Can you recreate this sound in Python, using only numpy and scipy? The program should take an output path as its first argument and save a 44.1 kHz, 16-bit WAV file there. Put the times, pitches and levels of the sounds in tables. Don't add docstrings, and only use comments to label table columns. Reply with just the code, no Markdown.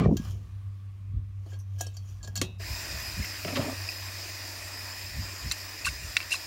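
import sys
import numpy as np
from scipy import signal
from scipy.fft import rfft, irfft, next_fast_len
from scipy.io import wavfile
from scipy.ndimage import uniform_filter1d

SR = 44100
rng = np.random.default_rng(int(sys.argv[2]) if len(sys.argv) > 2 else 0)


def decibels_to_gain(level_db):
    exponent = np.asarray(level_db, float) / 20
    return 10 ** exponent


def unload_audio(sound):
    columns = np.transpose(np.atleast_2d(sound))
    steps = np.round(np.clip(columns, -1, 1) * 32767)
    wavfile.write(sys.argv[1], SR, steps.astype(np.int16))


N = 284886

# frequency in Hz, density in dB per Hz.
JET_SPECTRUM = [(200, -8.5), (300, 0.5), (484, -10), (630, 1), (800, -9), (1470, -8.5), (2200, -6.5),
                (3390, -13.5), (4960, -1), (8070, -10.5), (10600, -18), (12500, -12), (15700, -5.5)]
# frequency in Hz, width in Hz, level in dB.
BURNER_RESONANCES = [(1000, 196, -11.5), (1848, 230, -4), (2475, 110, -2), (3770, 140, -16.5),
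                     (4795, 210, -5), (5040, 120, 1), (5310, 73, -7), (5870, 49, -9), (6800, 150, -12),
                     (7250, 99, -8), (7590, 105, -9.5), (9040, 390, -15.5), (11430, 140, -11.5)]
# frequency in Hz, width in Hz, level in dB.
HEAD_WHISTLES = [(2755, 130, -11), (5060, 46, -1), (5370, 57, -8.5), (7310, 83, -9), (9930, 96, -14),
                 (11440, 120, -11)]
# frequency in Hz, level in dB, t60 in seconds.
ARM_MODES = [(711, -4, 0.032), (1170, -11, 0.044), (1640, -15, 0.1), (3247, -8, 0.07), (4000, -22, 0.15),
             (4443, -5, 0.07), (5180, -9.5, 0.076), (5765, -8, 0.06), (6160, -3.5, 0.047),
             (6770, -1.5, 0.043), (7200, -1.5, 0.011), (8730, -14, 0.043), (12440, -13, 0.035),
             (14300, -9, 0.022)]
# frequency in Hz, level in dB, t60 in seconds.
CANISTER_MODES = [(2540, -9, .5), (2630, 0, 0.44), (2720, -11, .25), (2757, -5, .36), (2860, -12, 0.56),
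                  (3356, 3, .13), (3445, -6, .3), (3680, -8, .2), (3747, 0, 0.42), (3940, -2, .36),
                  (4160, -9, .23), (4800, -7, .16), (5701, -6, .18), (6500, -8, .19)]
# frequency in Hz, level in dB, t60 in seconds.
STEEL_MODES = [(1165, -11, .025), (1517, -1.5, 0.032), (1900, -24, 0.032), (2330, 0.5, 0.046),
               (2700, 12, 0.024), (3140, 1, 0.039), (4110, 1.5, 0.05), (4500, 2, 0.022), (6000, 2.5, 0.025),
               (7400, -7, 0.049), (9500, -32, 0.026), (10800, -32, .02), (11270, 2, 0.051)]
# start in seconds, peak in dB, strongest frequency in Hz,
# rattle length in seconds, crack share in dB.
CLINKS = [
    (.1694, -26.5, 3600, .012, 0),
    (1.461, -55, 4430, .036, -9),
    (1.8102, -22.5, 6940, 0.011, 2.5),
    (1.968, -36, 6000, 0.013, 0),
    (2.23, -36, 4350, 0.024, -15),
    (2.2753, -37, 1640, 0.01, -4),
    (2.3555, -27, 4550, 0.013, 3),
    (2.4153, -17.5, 2200, 0.011, 6),
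]
# start in seconds, peak in dB, strongest frequency in Hz,
# rattle length in seconds, crack share in dB.
THREAD_SLIPS = [(1.49, -54, 6860, .039, -11), (1.52, -49, 1650, 0.036, -4), (1.585, -50, 5830, 0.031, -6),
                (1.806, -25, 711, 0.0053, -32), (1.78, -42, 5700, 0.02, -4), (1.795, -38, 5600, 0.009, -5),
                (1.862, -41, 5900, 0.013, 2), (1.93, -50, 7200, 0.033, -11), (2.05, -57, 6440, 0.092, -6.5),
                (2.24, -43, 4200, 0.016, 4), (2.36, -23.5, 7200, 0.01, -5),
                (2.372, -25.5, 4600, 0.0087, -2)]
# start in seconds, peak in dB, strongest frequency in Hz,
# rattle length in seconds, crack share in dB.
STEEL_TAPS = [
    (5.5132, -19, 4200, 0.015, 3.5),
    (5.8555, -27, 2920, 0.0065, 3),
    (5.888, -35, 2200, 0.0056, 3),
    (6.1676, -18, 2600, 0.007, 8),
    (6.2036, -26, 2400, 0.003, 2),
    (6.2294, -32, 1910, .0068, 2),
]
# start in seconds, peak in dB, strongest frequency in Hz,
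# rattle length in seconds, crack share in dB.
STEEL_SCRAPES = [
    (5.518, -27, 7400, 0.0059, 4),
    (5.842, -26.5, 2670, 0.018, -3),
    (5.862, -30, 2500, 0.011, 0),
    (6.21, -33, 2570, .01, -1),
    (6.303, -30, 2630, 0.02, 4),
    (6.335, -30, 2690, 0.015, 0),
    (6.308, -27, 4000, 0.048, 6),
    (5.845, -31, 4300, 0.043, 9),
]
# start in seconds, peak in dB, strongest frequency in Hz,
# rattle length in seconds, crack share in dB.
BLADE_GRATES = [
    (3.475, -33.5, 2400, 0.015, 3),
    (3.549, -30, 2800, 0.023, 6),
    (3.562, -31, 3000, .017, 8),
    (3.6, -39, 1400, 0.044, 3),
    (3.236, -38, 2300, 0.0185, 3),
    (3.447, -33.5, 2000, .004, 8),
]
# start in seconds, peak in dB, length in seconds.
CANISTER_THUDS = [
    (1.46, -46.5, 0.034),
    (1.523, -48, 0.042),
    (1.809, -35, 0.013),
    (1.865, -41, 0.015),
    (2.242, -47, 0.02),
    (2.278, -40.5, 0.012),
    (2.419, -28, 0.015),
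]
# start in seconds, level in dB.
CANISTER_BLOWS = [
    (1.812, -56),
    (2.357, -54),
    (2.417, -46),
]
# start in seconds, peak in dB, frequency
# in Hz, t60 in seconds.
LONE_RINGS = [(.172, -48.5, 1640, .3), (1.46, -62, 4430, .06), (1.521, -54, 1640, 0.24),
              (.171, -44, 14200, .05), (1.588, -62, 12600, 0.15), (1.59, -60, 9800, 0.091),
              (1.59, -57, 6000, .08), (1.784, -58, 1640, 0.24), (1.812, -41.5, 1638, 0.19),
              (1.812, -49, 3219, 0.081), (1.812, -54, 4440, .23), (1.813, -44, 5922, 0.13),
              (1.812, -50, 8000, .1), (1.812, -41, 12500, .065), (1.811, -41, 14300, .04),
              (1.866, -49.5, 4420, .12), (1.866, -52, 3120, 0.14), (1.97, -43, 4660, 0.056),
              (1.97, -44, 5674, 0.044), (1.972, -53, 4500, 0.2), (2.23, -41, 4430, .11),
              (.171, -49, 13000, .04), (2.05, -57, 6900, 0.18), (2.08, -57, 5900, .2),
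              (2.21, -58, 1664, .2), (2.278, -50, 14400, .04), (2.278, -44, 7000, .04),
              (2.357, -45, 14400, .05), (2.374, -44, 14500, .05), (2.416, -36, 4480, .06),
              (2.416, -41, 14800, .04), (2.418, -58, 10300, 0.091), (3.226, -31, 2160, .03),
              (3.226, -30, 5100, .03), (2.357, -35, 4350, .05), (3.228, -43, 11500, .02),
              (3.245, -34, 2120, .05), (3.246, -39, 12700, .04), (3.247, -46, 14800, .03),
              (3.526, -34, 2270, 0.022), (3.89, -26, 2510, 0.028), (3.89, -26.5, 4950, 0.03),
              (5.514, -23, 4085, 0.045), (5.514, -32, 2120, .05),
              (1.812, -44, 15500, .04), (2.24, -53, 1650, .15), (2.278, -46, 1645, 0.11),
              (2.358, -44, 1650, 0.18), (2.416, -33, 1150, 0.058), (2.418, -34, 370, .22),
              (6.168, -30, 1490, .03), (6.168, -25, 2230, .03), (6.169, -21, 2710, 0.024),
              (6.169, -21, 3960, 0.028), (6.168, -32, 5930, .03)]
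# time of the top in seconds, peak in dB, frequency in Hz, rise in seconds.
SQUEAKS = [(1.79, -45, 6850, .004), (1.801, -46, 3100, .003), (1.812, -36, 5300, .003),
           (1.812, -35, 5950, .003), (1.822, -44, 3150, .004), (1.872, -42, 6900, .004),
           (1.885, -52, 3150, .004), (2.605, -45, 420, .008), (2.605, -45, 660, .008),
           (2.603, -46, 1700, .007), (2.62, -42, 2600, .003), (5.852, -23, 2600, .003),
           (5.8565, -21, 2620, .003), (5.856, -23, 4400, .002), (5.866, -29, 2750, .004),
           (5.87, -25, 1150, .005), (5.871, -23, 1500, .003), (5.875, -22, 2720, .005),
           (5.879, -23, 1530, .004), (5.884, -26, 2700, .004), (6.321, -20, 2700, .004),
           (6.325, -22, 2750, .003), (6.33, -16.5, 2750, .003), (6.33, -31, 3900, .002),
           (6.339, -27, 2650, .004), (6.34, -33, 1550, .004), (6.345, -32, 1100, .004),
           (6.346, -24, 2650, .003), (6.353, -28, 2600, .003), (6.356, -31, 4100, .004),
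           (1.87, -38, 5450, .004), (5.85, -29, 4300, .004), (5.891, -28, 2250, .003),
           (5.889, -31, 3700, .002)]
# time of the top in seconds, level in dB, then rise and
# fall in seconds for 20 dB.
DRAG_JERKS = [
    (3.45, -37, .004, .06),
    (3.487, -37.5, 0.027, 0.099),
    (3.525, -41, .04, .08),
    (3.578, -31.5, 0.043, .06),
    (3.605, -32, 0.021, 0.084),
    (3.645, -36, 0.046, .08),
    (3.69, -38.5, 0.063, 0.055),
    (3.72, -45, .03, 0.042),
]
# frequency in Hz, width in Hz, level in dB.
BOARD_RESONANCES = [(140, 70, -2), (255, 60, 0.5), (397, 120, -5), (590, 110, -1), (760, 140, -8.5),
                    (1000, 200, -10), (1270, 160, -12), (2600, 1800, -15)]
# time of the top in seconds, peak in dB,
# frequency in Hz, rise in seconds.
BOARD_JUDDERS = [(3.451, -28.5, 640, 0.0033), (3.457, -33, 380, 0.0072), (3.462, -32, 180, 0.0086),
                 (3.483, -33.5, 675, .01), (3.483, -39, 1310, 0.0094), (3.53, -36, 270, .015),
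                 (3.535, -44, 650, .012), (3.57, -29.5, 255, 0.019), (3.568, -33, 1140, 0.0077),
                 (3.572, -37, 1310, .007), (3.578, -37, 780, 0.0062), (3.585, -27, 560, 0.01),
                 (3.598, -28, 610, 0.0088), (3.597, -24.5, 263, 0.0056), (3.598, -25, 135, .007),
                 (3.63, -32, 580, .012), (3.665, -30, 287, .01), (3.672, -35, 610, 0.0085),
                 (3.685, -33, 675, .006), (3.69, -30, 262, 0.017), (3.68, -37, 420, 0.013),
                 (3.7, -33, 645, .006), (3.698, -41, 1180, 0.0091), (3.725, -39, 600, 0.0065),
                 (3.73, -39, 270, .008)]
# time of the top in seconds, level in dB, relative level of the low part
# in dB, rise and fall alike in seconds for 20 dB.
RUBS = [
    (.25, -54, 5, 0.19),
    (.315, -54, -6, 0.054),
    (1.51, -62.5, 11, 0.14),
    (1.84, -58, 8.5, 0.17),
    (2.1, -62, 7, 0.22),
    (2.26, -65, 11, 0.2),
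    (2.44, -59.5, 17.5, 0.14),
]
# frequency in Hz, density in dB per Hz.
RUB_SPECTRUM = [(760, -34), (1300, -22), (2040, -11), (2220, -28), (2340, -4), (3110, -1), (3960, -10),
                (5720, -4), (8000, -16), (12700, -10.5), (16000, -15)]
# time of the top in seconds, level in dB, then rise and fall in
# seconds for 20 dB.
GRIP_SHOVES = [
    (.01, -22.5, .015, 0.0626),
    (.062, -24, 0.046, 0.08),
    (.13, -27, 0.17, 0.02),
    (.34, -53, 0.093, 0.2),
]
# frequency in Hz, density in dB per Hz.
GRIP_SPECTRUM = [(59, -33), (100, -14), (178, 9.5), (245, -6), (364, -1.5), (511, -11), (702, -14),
                 (1500, -47), (1950, -66), (3300, -120)]
# time of the top in seconds, level in dB, then rise and fall in seconds for 20
# dB.
HAND_RUSTLES = [
    (0, -36, .01, 0.067),
    (.05, -43.5, 0.11, 0.037),
    (.18, -59, .05, 0.13),
    (.27, -53, 0.1, 0.092),
]
# time of the top in seconds, peak in dB, frequency in Hz,
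# rise in seconds.
CASE_JOLTS = [(.012, -19, 260, 0.0058), (.029, -17, 170, 0.0033), (.028, -34, 1170, .006),
              (.045, -37, 1150, .006), (.055, -41, 1860, 0.0071), (.062, -15, 395, .003),
              (.061, -25, 690, .002), (.061, -30, 1100, 0.0022), (.065, -11, 230, .003),
              (.083, -20, 150, .005), (.092, -18, 400, 0.0033), (.112, -37, 880, 0.0024),
              (.115, -16, 290, 0.0027), (.128, -13.5, 227, 0.0044), (.142, -19, 280, .003),
              (.16, -25.5, 330, 0.0036), (.2, -22.5, 210, 0.0043), (0.033, -46, 2340, .02),
              (.035, -31, 450, 0.0036), (0.016, -29, 595, 0.0034), (.125, -33, 630, 0.0037),
              (.098, -30, 670, 0.0033)]
# frequency in Hz, level in dB, t60 in seconds.
CASE_MODES = [(134, 0, 0.11), (215, 1, 0.023), (280, 2, 0.046), (392, -5.5, 0.052), (590, -8, 0.059),
              (955, -28, 0.031)]
# start in seconds, peak in dB, strongest frequency in Hz,
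# rattle length in seconds.
CASE_KNOCKS = [
    (0.058, -16.5, 213, 0.0037),
    (.11, -22, 187, 0.006),
    (2.414, -23, 380, 0.0056),
]
# time of the top in seconds, rumble in dB, buffet in dB, rise in
# seconds for 20 dB.
GUSTS = [(.01, -31, -27, 0), (.07, -29, -22, 0.28), (.33, -38, -57, 0.28), (1.169, -32.5, -40, 0.12),
         (2.28, -43.5, -66, 0.3), (2.425, -54, -40, 0.3), (2.719, -31, -55, 0.09), (2.94, -33, -41, 0.05),
         (3.029, -44, -53, -0.44), (3.201, -32.5, -33, .07), (3.47, -44, -38, 0.02), (3.6, -59, -41, 0.23),
         (5.2, -31, -37, 0.1), (5.471, -30, -41.5, 0.07), (5.89, -35, -53, 0.08), (6.04, -43, -72, 0.24)]
# time in seconds, level in dB.
ENGINE_LEVEL = [(.3, -38.5), (1.04, -39.5), (1.18, -36.5), (1.3, -38.5), (1.84, -35.5), (2.2, -42.5),
                (2.45, -40), (2.68, -40.5), (2.78, -50), (3.2, -45.5), (3.35, -46), (3.6, -39.5),
                (4.17, -45), (4.5, -47.5), (5.2, -46.5), (5.6, -48.5), (6.03, -56), (6.46, -49)]
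# frequency in Hz, density in dB per Hz.
FLOOR_SPECTRUM = [(200, 3.5), (223, -11), (294, -9.5), (440, -18.5), (950, -21), (1130, -11), (1350, -20.5),
                  (2420, -21), (3430, -25), (9580, -34.5), (16000, -38)]
# time in seconds, level in dB.
FLOOR_LEVEL = [(0, -71), (.45, -62), (1.2, -66.5), (2.5, -65.5), (6.46, -66)]


def gas():
    valve_s, crack_s, turn_s = 2.576, 0.03, 0.13
    full_db, ajar_db, sag_db, sag_s = -39.5, -10, -4, 1.95
    shade_s, shade_length_s, shade_db = 5.2, 0.2, -0.1
    since = np.arange(N) / SR - valve_s
    ajar = 1 - np.clip(since / turn_s, 0, 1)
    pressure_db = full_db + ajar_db * ajar + sag_db * (1 - np.exp(-np.maximum(since - turn_s, 0) / sag_s))
    shade = np.exp(-((since + valve_s - shade_s) / shade_length_s) ** 2)
    dark_db = 3 * ajar + shade_db * shade
    late = np.clip((since - 0.017) / 0.006, 0, 1)

    def colour(hz):
        return shape(JET_SPECTRUM, hz) * decibels_to_gain(-9.0) + humps(hz, BURNER_RESONANCES) * 0.9

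    high = noise(lambda hz: colour(hz) * band(hz, 2700, 27000, order=4), 2.25, 0.63)
    low = noise(lambda hz: colour(hz) * band(hz, 220, 4070, order=4), 1.8, 0.91)
    whistle_db = -10.5 + 3.5 * np.exp(-abs(since) / 0.7)
    whistles = noise(lambda hz: humps(hz, HEAD_WHISTLES) ** 1.38, 4.1, 1.5) * decibels_to_gain(whistle_db)
    opening = np.clip(since / crack_s, 0, 1) ** 2
    return opening * decibels_to_gain(pressure_db) * (high + late * decibels_to_gain(dark_db - 2.0) * low + whistles)


def metal():
    stove = strikes(CLINKS, ARM_MODES, 0.012, 7.9, 8.0, 0.24, 0.8, 5600)
    stove = stove + strikes(THREAD_SLIPS, ARM_MODES, 0.46, 0., 16.0, 0.13, 0.82, 2800)
    steel = strikes(STEEL_TAPS, STEEL_MODES, 0.011, 6.4, 11.0, 0.24, 0.69, 2250)
    steel = steel + strikes(STEEL_SCRAPES, STEEL_MODES, 0.43, 0., 26.0, 0.13, 0.77, 4900)
    steel = steel + strikes(BLADE_GRATES, STEEL_MODES, 0.48, 0., 12., 0.27, 0.55, 1400)
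    return nearby(stove + thuds()) + rings() + steel


def strikes(rows, modes, rise, tick, focus_db, octaves, below, above_hz):
    t, mix, size = np.arange(SR // 7) / SR, np.zeros(N), 4096
    f, db, t60 = np.transpose(modes)[:, :, None]
    chance = rng.standard_normal((len(rows), size))
    for (s, peak_db, hz, length, crack_db), z in zip(rows, chance):
        u = t[:size] / max(length, .0005)
        rattle = z * decibels_to_gain(-20 * u ** 0.98) * np.minimum(u / max(rise, .001), 1) ** 2
        rattle[3] += tick
        drive = abs(rfft(rattle)[(f * size / SR).astype(int)]) + 0.18 * np.linalg.norm(rattle)
        near_db = focus_db * np.exp(-(np.log2(f / hz) / octaves) ** 2)
        spot_db = 2.5 * z[-2 * len(f):-len(f), None]
        twin = 1 + .5 * np.cos(2 * np.pi * f * 0.0087 * z[-len(f):, None] * t)
        decay = decibels_to_gain(db + near_db + spot_db - 60 * t / t60)
        ring = (decay / drive * twin * np.sin(2 * np.pi * f * t)).sum(0)
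        body = passed(signal.oaconvolve(ring, rattle), 0.93 * f.min(), 0.98 * f.max(), order=3)
        body[:size] += decibels_to_gain(crack_db) * passed(rattle, below * hz, hz + above_hz)
        add(mix, s, decibels_to_gain(peak_db) * body)
    return mix


def thuds():
    mix, t = np.zeros(N), np.arange(4096) / SR
    chance = rng.standard_normal((len(CANISTER_THUDS), len(t)))
    for (s, peak_db, length), z in zip(CANISTER_THUDS, chance):
        u = t / length
        burst = z * decibels_to_gain(-20 * u ** 0.97) * np.minimum(u / 0.099, 1)
        add(mix, s, decibels_to_gain(peak_db) * passed(burst, 260, 654))
    return mix


def nearby(x, tail_db=-7.5, t60=0.11):
    t = np.arange(6000) / SR
    tail = rng.standard_normal(len(t)) * decibels_to_gain(-60 * t / t60) * (t > .0015)
    return x + decibels_to_gain(tail_db) * signal.oaconvolve(x, tail / np.linalg.norm(tail))[:N]


def rings():
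    rise_s = 0.0016
    lone = [(s, db, hz, rise_s, abs(t60)) for s, db, hz, t60 in LONE_RINGS]
    wall = [(s, db + mode_db, hz, rise_s, t60) for s, db in CANISTER_BLOWS for hz, mode_db, t60 in CANISTER_MODES]
    return tones(lone) + tones(wall, fuzzy_hz=10800)


def squeaks():
    first_click = decibels_to_gain(-23) * np.exp(-np.arange(N) / SR / .0012)
    return first_click + jerks(SQUEAKS, 4.5)


def drag():
    return swells(*np.transpose(DRAG_JERKS)) * noise(lambda hz: humps(hz, BOARD_RESONANCES) ** 1.25, 1.3, 3.0)


def judders():
    return jerks(BOARD_JUDDERS + CASE_JOLTS, 6.8)


def rubs():
    body = [(f, 10. / t60 + 60, db) for f, db, t60 in ARM_MODES]
    high = noise(lambda hz: shape(RUB_SPECTRUM, hz) * (.6 + humps(hz, body)) * band(hz, 1200, 17000), 2., 2.)
    low = noise(lambda hz: band(hz, 270, 750, order=2), 2.5, 2.)
    s, db, low_db, spread = np.transpose(RUBS)
    return swells(s, db, spread, spread) * high + swells(s, db + low_db - 11.5, spread, spread) * low


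def grip():
    rumble = noise(lambda hz: shape(GRIP_SPECTRUM, hz) * band(hz, 130, 1500), 0., 3.)
    case = [(1150, 250, 10.0), (2350, 60, 5), (5950, 40, -18)]

    def rustle_colour(hz):
        return (humps(hz, case) + decibels_to_gain(-6) * band(hz, 800, 3500, order=2)) * band(hz, 300, 6500)

    rustle = noise(rustle_colour, 1.5, 1.5)
    return swells(*np.transpose(GRIP_SHOVES)) * rumble + swells(*np.transpose(HAND_RUSTLES)) * rustle


def knocks():
    rows = [(*row, -24) for row in CASE_KNOCKS]
    return strikes(rows, CASE_MODES, 0.37, 0., 17.0, 0.85, 1.0, 590)


def gusts():
    s, rumble_db, buffet_db, rise = np.transpose(GUSTS)
    fall_share, buffet_share = 0.81, 0.66
    calming_db = -1.14 * np.arange(N) / SR
    rumble = swells(s, rumble_db, rise, fall_share * rise) + decibels_to_gain(-49.5 + calming_db)
    buffet_rise = buffet_share * rise
    buffet = swells(s, buffet_db, buffet_rise, fall_share * buffet_rise) + decibels_to_gain(-68 + calming_db)
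    rumble = rumble * noise(lambda hz: band(hz, 60.5, 58.6, order=3))
    return rumble + buffet * noise(lambda hz: band(hz, 82, 166, order=4), 0., 1.4)


def engine():
    t = np.arange(N) / SR
    phase = 2 * np.pi * np.cumsum(98.8 - .8 * t) / SR
    waver = evened(sum(np.sin(2 * np.pi * (f * t + rng.random())) for f in np.geomspace(2, 14, 12)))
    level = decibels_to_gain(columns(ENGINE_LEVEL) + 2.5 * waver) * (t > .22)
    tone = np.sin(phase) + decibels_to_gain(-30.5) * np.sin(2 * phase)
    return np.sqrt(2) * uniform_filter1d(level, size=2000) * tone


def far_wash():
    return decibels_to_gain(columns(FLOOR_LEVEL)) * noise(lambda hz: shape(FLOOR_SPECTRUM, hz) * band(hz, 253, 20000), 1.)


def jerks(rows, ring_share):
    return tones([(s, db, hz, abs(rise), ring_share * abs(rise)) for s, db, hz, rise in rows])


def tones(rows, fuzzy_hz=9000):
    mix = np.zeros(N)
    for (s, peak_db, hz, rise, t60), z in zip(rows, rng.standard_normal((len(rows), SR // 2))):
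        t = np.arange(-2 * rise, min(t60, .4), 1 / SR)[:len(z)]
        level = np.where(t < 0, np.exp(-2 * (t / rise) ** 2), decibels_to_gain(-60 * t / t60))
        fuzz, size = min(hz / fuzzy_hz, 1) ** 2, int(1 / (.05 * hz / SR)) + 1
        flutter = evened(uniform_filter1d(uniform_filter1d(z[:len(t)], size), size))
        level = level * (1 - fuzz + fuzz * flutter)
        wobble = 0.43 * np.sin(2 * np.pi * (hz * 0.022 * z[1] * t + z[2]))
        phase = 2 * np.pi * (hz * t + z[0]) + wobble
        add(mix, max(s - 2 * rise, 0), decibels_to_gain(peak_db) * level * np.sin(phase))
    return mix


def swells(s, db, rise, fall):
    t = np.arange(0, N + 64, 64)[:, None] / SR
    away = np.maximum((s - t) / abs(rise), (t - s) / abs(fall))
    gain = np.sqrt((decibels_to_gain(db - 20 * away) ** 2).sum(1))
    return np.interp(np.arange(N) / SR, t[:, 0], gain)


def noise(colour, patchy_db=0., grain_db=0.):
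    a, b = rng.standard_normal((N // 128 + 8, 257, 2), dtype=np.float32).T
    patches = rng.standard_normal((N // 512 + 4, 257)).T.repeat(4, axis=1)[:, :a.shape[1]]
    patches = evened(uniform_filter1d(uniform_filter1d(patches, size=4, axis=0), size=24, axis=1))
    spectrum = (a + 1j * b) * decibels_to_gain(patchy_db * patches).astype(np.float32)
    x = signal.istft(spectrum, nperseg=512, noverlap=384)[1][:N]
    x = x * decibels_to_gain(grain_db * evened(uniform_filter1d(rng.standard_normal(N), size=90)))
    size = next_fast_len(N)
    return evened(irfft(rfft(x, size) * colour(np.fft.rfftfreq(size, 1 / SR)), size)[:N])


def humps(hz, peaks):
    return np.sqrt(sum(decibels_to_gain(db) ** 2 / (1 + (2 * (hz - f) / w) ** 2) for f, w, db in peaks))


def shape(points, hz):
    f, db = np.transpose(points)
    return decibels_to_gain(np.interp(np.log(hz + 1), np.log(f + 1), db))


def band(hz, lo_hz, hi_hz, order=3):
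    return 1 / np.sqrt((1 + (lo_hz / (hz + 1)) ** (2 * order)) * (1 + (hz / hi_hz) ** (2 * order)))


def passed(x, lo_hz, hi_hz, order=2):
    edges = np.clip([lo_hz, hi_hz], 30, 17000)
    y = signal.sosfilt(signal.butter(order, edges, "bandpass", fs=SR, output="sos"), x)
    return y / abs(y).max()


def evened(x):
    return x / np.sqrt(np.mean(x ** 2) + 1e-20)


def columns(rows):
    return np.interp(np.arange(N) / SR, *np.transpose(rows))


def add(mix, s, sound):
    part = mix[round(s * SR):][:len(sound)]
    part += sound[:len(part)]


def scene():
    stove = gas() + metal() + squeaks() + rubs()
    board = drag() + judders()
    camera = grip() + knocks()
    background = gusts() + engine() + far_wash()
    return (stove + board + camera + background)[None]


def top_cut(x):
    return signal.sosfilt(signal.butter(12, 16350, fs=SR, output="sos"), x)


def record(dry):
    thin = signal.sosfilt(signal.butter(2, 50, "highpass", fs=SR, output="sos"), dry)
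    treble_edge = signal.firwin(1023, 15860, window=("kaiser", 10), fs=SR)
    mix = signal.oaconvolve(thin, treble_edge[None], "same")
    return top_cut(mix)


dry = scene()
out = record(dry)
unload_audio(out)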